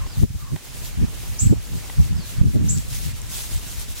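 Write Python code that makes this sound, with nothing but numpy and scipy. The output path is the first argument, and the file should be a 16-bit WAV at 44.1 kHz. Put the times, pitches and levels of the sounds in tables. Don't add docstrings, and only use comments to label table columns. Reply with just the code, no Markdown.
import sys
import numpy as np
from scipy import signal
from scipy.fft import rfft, irfft
from scipy.io import wavfile
from scipy.ndimage import uniform_filter1d, map_coordinates

SR = 44100
rng = np.random.default_rng(int(sys.argv[2]) if len(sys.argv) > 2 else 0)


def pcm_store(signal):
    levels = np.round(np.clip(np.atleast_2d(signal), -1, 1) * 32767)
    wavfile.write(sys.argv[1], SR, levels.astype(np.int16).T)


N = 176400
T = np.arange(N) / SR


def amp(db):
    return 10 ** (np.asarray(db) / 20)


def unit(x):
    return x / np.sqrt(np.mean(x ** 2) + 1e-20)


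def log_interp(points, hz):
    knots_hz, values = np.transpose(points)
    return np.interp(np.log(hz + 1), np.log(knots_hz), values)


def add(mix, start_s, sound):
    at = round(start_s * SR)
    sound = sound[..., max(-at, 0):]
    part = mix[..., max(at, 0):][..., :sound.shape[-1]]
    part += sound[..., :part.shape[-1]]


def colour(x, spectrum):
    n = x.shape[-1]
    gain = amp(log_interp(spectrum, np.fft.rfftfreq(n, 1 / SR)))
    return unit(irfft(rfft(x) * gain, n))


def correlate_pair(x, correlation):
    a, b = rfft(x)
    rho = np.clip(log_interp(correlation, np.fft.rfftfreq(N, 1 / SR)), -.99, .99)
    mid, side = a * np.sqrt(1 + rho), b * np.sqrt(1 - rho)
    return irfft(np.array([mid + side, mid - side]), N)


def patchy(x, depth_db):
    bins = signal.stft(x, nperseg=256)[2]
    patches = uniform_filter1d(rng.standard_normal(bins.shape[1:]), size=5, axis=0)
    patches = unit(uniform_filter1d(patches, size=7, axis=1))
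    return signal.istft(bins * amp(depth_db * patches), nperseg=256)[1][:, :N]


def echoes(x, t60_s):
    t = T[:SR // 2]
    taps = rng.standard_normal((2, len(t))) * amp(-60 * t / t60_s) * np.minimum(t / .002, 1)
    return signal.fftconvolve(x[None], taps, axes=1)


def air():
    # (frequency [Hz], relative density [dB])
    wash_spectrum = [(30, 8.5), (200, 9), (450, 3.5), (800, 0), (1200, -1.5), (2000, -1), (2600, -0.5),
                     (4500, -4.5), (7000, -5.5), (9500, -7.5), (12500, -11), (15800, -17)]
    # (frequency [Hz], left-right correlation [-1..1])
    correlation = [(100, -0.092), (700, 0.078), (1400, 0.37), (3000, 0.08), (7000, 0.48), (15000, -0.27)]
    # (time [s], level [dB])
    levels = [(0, -41.5), (.235, -43), (.255, -51.5), (.36, -48.5), (.6, -44.5), (.75, -41), (1.49, -41),
              (1.53, -44), (1.8, -41.5), (2.39, -41), (2.43, -44.5), (2.8, -43), (3.4, -42), (4, -42)]
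    # (frequency [Hz], relative density [dB])
    hiss_spectrum = [(1000, -12), (2500, -2), (7000, 2.5), (11000, -4), (15800, -3.5)]
    hiss_db, balance_db = -48, [[-.7], [.7]]
    noise = patchy(rng.standard_normal((2, N)), depth_db=1.75)
    wash = colour(correlate_pair(noise, correlation), wash_spectrum)
    hiss = colour(rng.standard_normal((2, N)), hiss_spectrum)
    return wash * amp(np.interp(T, *np.transpose(levels))) * amp(balance_db) + amp(hiss_db) * hiss


def far_calls():
    # (time [s], length [s], start [Hz], end [Hz], source level [dB],
    # bend [over 1 falls late], hoarseness [0..1])
    calls = [(-.04, 0.09, 1225, 998, -45, 1, 0.76), (0.059, 0.14, 5415, 2700, -49.5, 2.15, 0.22),
             (0.389, 0.13, 1172, 1025, -50, 1.5, 0.68), (2.153, .12, 5770, 3840, -47, .65, 0.2)]
    direct_db, echo_db = -3.5, -4
    out = np.zeros((2, N))
    for start_s, length_s, start_hz, end_hz, db, bend, hoarse in calls:
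        u = np.arange(0, 1, 1 / (length_s * SR))
        waver = unit(uniform_filter1d(rng.standard_normal(SR), size=300))[:len(u)]
        rasp = unit(uniform_filter1d(rng.standard_normal(SR), size=60))[:len(u)]
        glide_hz = start_hz * (end_hz / start_hz) ** (u ** bend)
        hz = glide_hz * (1 + .015 * waver + .13 * hoarse * rasp)
        note = amp(db) * unit(np.sin(np.pi * u) ** .5 * np.sin(2 * np.pi * np.cumsum(hz) / SR))
        tail = echoes(note, t60_s=.22)
        tail *= np.linalg.norm(note) / np.linalg.norm(tail[0])
        add(out, start_s, amp(direct_db) * note)
        add(out, start_s, amp(echo_db) * tail)
    return out


def wind():
    # (time [s], level [dB])
    breeze = [(0, -35), (.5, -35), (.62, -47), (.7, -37), (.8, -30.5), (1.3, -31.5), (1.65, -33.5),
              (2.3, -33.5), (3.0, -31.5), (3.4, -32.5), (4, -35.5)]
    # (time [s], half width [s], level [dB], eddy rate [Hz])
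    gusts = [(0.028, 0.035, -23.5, 99.04), (.195, 0.018, -15.5, 125.2), (0.234, .013, -14, 246.4),
             (0.31, 0.0058, -23.5, 150.6), (0.356, 0.011, -22, 150.7), (0.434, 0.015, -28, 149.5),
             (.537, 0.016, -19.5, 220.5), (.998, 0.017, -17, 166.2), (1.033, .013, -12, 210.4),
             (1.08, 0.023, -31, 131.8), (1.306, 0.023, -25, 138), (1.43, 0.0088, -13, 170.5),
             (1.468, 0.0092, -7, 141), (1.51, 0.0097, -8, 190.8), (1.529, 0.0063, -12.5, 401.2),
             (1.569, 0.024, -22.5, 138.9), (1.749, 0.027, -22.5, 189), (2.002, 0.016, -9, 125.1),
             (2.04, 0.029, -21.5, 150.7), (2.117, 0.016, -17.5, 168.8), (2.167, 0.02824, -20, 150.2),
             (2.387, .016, -17.5, 140.5), (2.46, 0.033, -13.5, 180.3), (2.56, 0.013, -13, 299.7),
             (2.622, 0.049, -17.5, 205.7), (2.7, 0.048, -18.5, 173.4), (2.78, 0.018, -18.5, 172.1),
             (2.95, 0.069, -27.5, 130.5), (3.071, 0.028, -23, 151.3), (3.14, 0.011, -27, 140.2),
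             (3.229, 0.013, -30.5, 109.6), (3.555, 0.019, -18.5, 100.1), (3.791, 0.0169, -24.5, 84.6),
             (3.908, 0.014, -25, 90)]
    # (frequency [Hz], relative density [dB])
    eddy_spectrum = [(15, -29.5), (40, 4), (75, 3.5), (120, 0), (175, -4.5), (250, -15), (380, -28),
                     (600, -57.5), (1500, -75), (4000, -120)]
    reference_hz, breeze_hz, highpass_hz = 150, 108.83, 14.1
    power = amp(np.interp(T, *np.transpose(breeze))) ** 2
    weighted_rate = power * breeze_hz
    for peak_s, width_s, db, eddy_hz in gusts:
        gust = amp(db) ** 2 * np.exp(-((T - peak_s) / width_s) ** 2)
        power += gust
        weighted_rate += gust * eddy_hz
    travel_samples = np.cumsum(weighted_rate / power) / reference_hz
    noise = correlate_pair(rng.standard_normal((2, N)), correlation=[(reference_hz, -.73)])
    eddies = colour(noise, eddy_spectrum)
    local_power = signal.fftconvolve((eddies ** 2).mean(0), np.hanning(SR // 20), "same")
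    eddies = unit(eddies / np.maximum(local_power, 1e-12) ** (.85 / 2))
    swept = np.array([map_coordinates(side, [travel_samples], order=3, mode="mirror") for side in eddies])
    highpass = signal.butter(2, highpass_hz, "high", fs=SR, output="sos")
    return signal.sosfilt(highpass, np.sqrt(power) * swept)


def thumps():
    # (time [s], peak at the louder port [dB], width [s], left minus right [dB])
    hits = [(.2365, .3, .0018, 7), (2.002, -3, .002, 0), (2.4155, .3, .0017, -7)]
    out = np.zeros((2, N))
    for centre_s, db, width_s, pan_db in hits:
        u = (T - centre_s) / width_s
        port_gain = amp(db + np.minimum([[pan_db], [-pan_db]], 0))
        out += port_gain * np.array([u, -u]) * np.exp((1 - u ** 2) / 2)
    return out


def bird_chips():
    # (time [s], source level [dB], top pitch [Hz])
    chips = [(1.386, -21, 7983), (2.682, -22, 8005)]
    start_hz, glide_s, peak_s, length_s = 4330, .0081, .012, .042
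    direct_db, bounce_db, echo_db, bounce_s = -7, -14, -3, .000976
    out, t = np.zeros((2, N)), np.arange(0, length_s, 1 / SR)
    envelope = np.interp(t, [0, peak_s, length_s], [0, 1, 0])
    for start_s, db, top_hz in chips:
        hz = top_hz + (start_hz - top_hz) * np.exp(-t / glide_s)
        note = amp(db) * unit(envelope * np.sin(2 * np.pi * np.cumsum(hz) / SR))
        tail = echoes(note, t60_s=.27)
        tail *= np.linalg.norm(note) / np.linalg.norm(tail, axis=1, keepdims=True)
        add(out, start_s, amp(direct_db) * np.array([note, -note]))
        add(out, start_s + bounce_s, amp(bounce_db) * note * envelope)
        add(out, start_s + bounce_s, amp(echo_db) * tail)
    return out


def knocks():
    # (time [s], level [dB])
    hits = [(0.064, -38.5), (0.5597, -30.5), (1.897, -30.5)]
    # (frequency [Hz], relative density [dB])
    spectrum = [(200, 3), (600, -4), (950, 3), (1350, -10), (1950, 1), (2600, -14.5), (3300, -6),
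                (4500, -20), (9000, -35)]
    rise_s, decay_s = .0016, .0038
    out, t = np.zeros((2, N)), T[:4096]
    envelope = np.minimum(t / rise_s, 1) * np.exp(-np.maximum(t - rise_s, 0) / decay_s)
    for start_s, db in hits:
        noise = rng.standard_normal(len(t)) + .41 * rng.standard_normal((2, len(t)))
        add(out, start_s, amp(db) * envelope * colour(noise, spectrum))
    return out


def stalk_snaps():
    # (time [s], level [dB], band centre [Hz])
    snaps = [(0.857, -32, 4975), (2.014, -33, 6234), (2.776, -27.5, 6300), (2.784, -28, 6070),
             (3.217, -30, 7860), (3.797, -28, 8950)]
    decay_s, width_oct = .0019, .27
    out, t = np.zeros((2, N)), T[:1024]
    hz = np.fft.rfftfreq(len(t), 1 / SR) + 1
    for start_s, db, centre_hz in snaps:
        band = np.exp(-(np.log2(hz / centre_hz) / width_oct) ** 2 / 2)
        noise = unit(irfft(rfft(rng.standard_normal((2, len(t)))) * band))
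        add(out, start_s, amp(db) * noise * np.exp(-t / decay_s))
    return out


def paws_in_straw():
    # (peak time [s], rise [s], fall [s], level before treble boost [dB])
    steps = [(.21, 0.043, 0.028, -41), (.39, 0.041, 0.053, -47.5), (.56, 0.037, 0.034, -47.5),
             (.66, 0.027, 0.034, -44.5), (.765, 0.029, 0.051, -41.5), (0.866, 0.03, 0.035, -38.5),
             (1.27, .14, 0.17, -42.5), (1.45, 0.05, 0.044, -40.5), (1.649, 0.032, 0.055, -44.5),
             (1.77, .04, 0.075, -42), (1.9, 0.055, 0.094, -43), (2.031, 0.026, 0.044, -39.5),
             (2.29, 0.033, 0.061, -39), (2.53, 0.059, 0.034, -44.5), (2.67, 0.024, 0.067, -41),
             (2.789, 0.048, 0.053, -39.5), (2.945, 0.044, 0.065, -34), (3.05, 0.027, 0.047, -35),
             (3.171, 0.014, 0.026, -40.5), (3.25, 0.028, 0.035, -45), (3.345, 0.036, 0.085, -32),
             (3.402, 0.04, 0.067, -34.5), (3.524, 0.024, 0.063, -35), (3.7, 0.077, 0.081, -37),
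             (3.806, 0.017, 0.027, -34.5), (3.91, 0.027, .025, -37.5), (4.0, 0.031, 0.031, -32.5)]
    # (frequency [Hz], relative density [dB])
    spectrum = [(300, -16), (900, -10), (1900, -6), (2700, -1.5), (3800, 0.5), (4700, -1), (6500, 1.5),
                (10500, 0.5), (13000, -4), (15800, -7)]
    # (frequency [Hz], left-right correlation [-1..1])
    correlation = [(500, 0.71), (3000, 0.32), (6500, 0.3), (10000, -0.49), (15000, -0.18)]
    cracks_per_s, spread_db, crack_db, brush_db = 2600, 3, -13.5, -11.5
    treble_hz, boost_db = 12000, np.linspace(8, 3.5, N)
    power = np.zeros(N)
    for peak_s, rise_s, fall_s, db in steps:
        width_s = np.where(T < peak_s, rise_s, fall_s)
        power += amp(db) ** 2 * np.exp(-((T - peak_s) / width_s) ** 2)
    sizes = amp(spread_db * np.minimum(rng.exponential(1, (2, N)), 5))
    signs = rng.choice([-1, 1], (2, N))
    cracks = unit(sizes * signs * (rng.random((2, N)) < cracks_per_s / SR))
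    rub = amp(crack_db) * cracks + amp(brush_db) * rng.standard_normal((2, N))
    rustle = colour(correlate_pair(patchy(rub, depth_db=1.82), correlation), spectrum)
    treble = signal.sosfiltfilt(signal.butter(2, treble_hz, "high", fs=SR, output="sos"), rustle)
    return np.sqrt(power) * (rustle + treble * (amp(boost_db) - 1))


def scene():
    pen = paws_in_straw() + stalk_snaps() + knocks()
    return pen + wind() + thumps() + bird_chips() + far_calls() + air()


def record(dry):
    lowpass = signal.firwin(511, 15900, window=("kaiser", 9), fs=SR)
    return signal.oaconvolve(np.clip(dry, -1, 1), lowpass[None], "same")


dry = scene()
out = record(dry)
pcm_store(out)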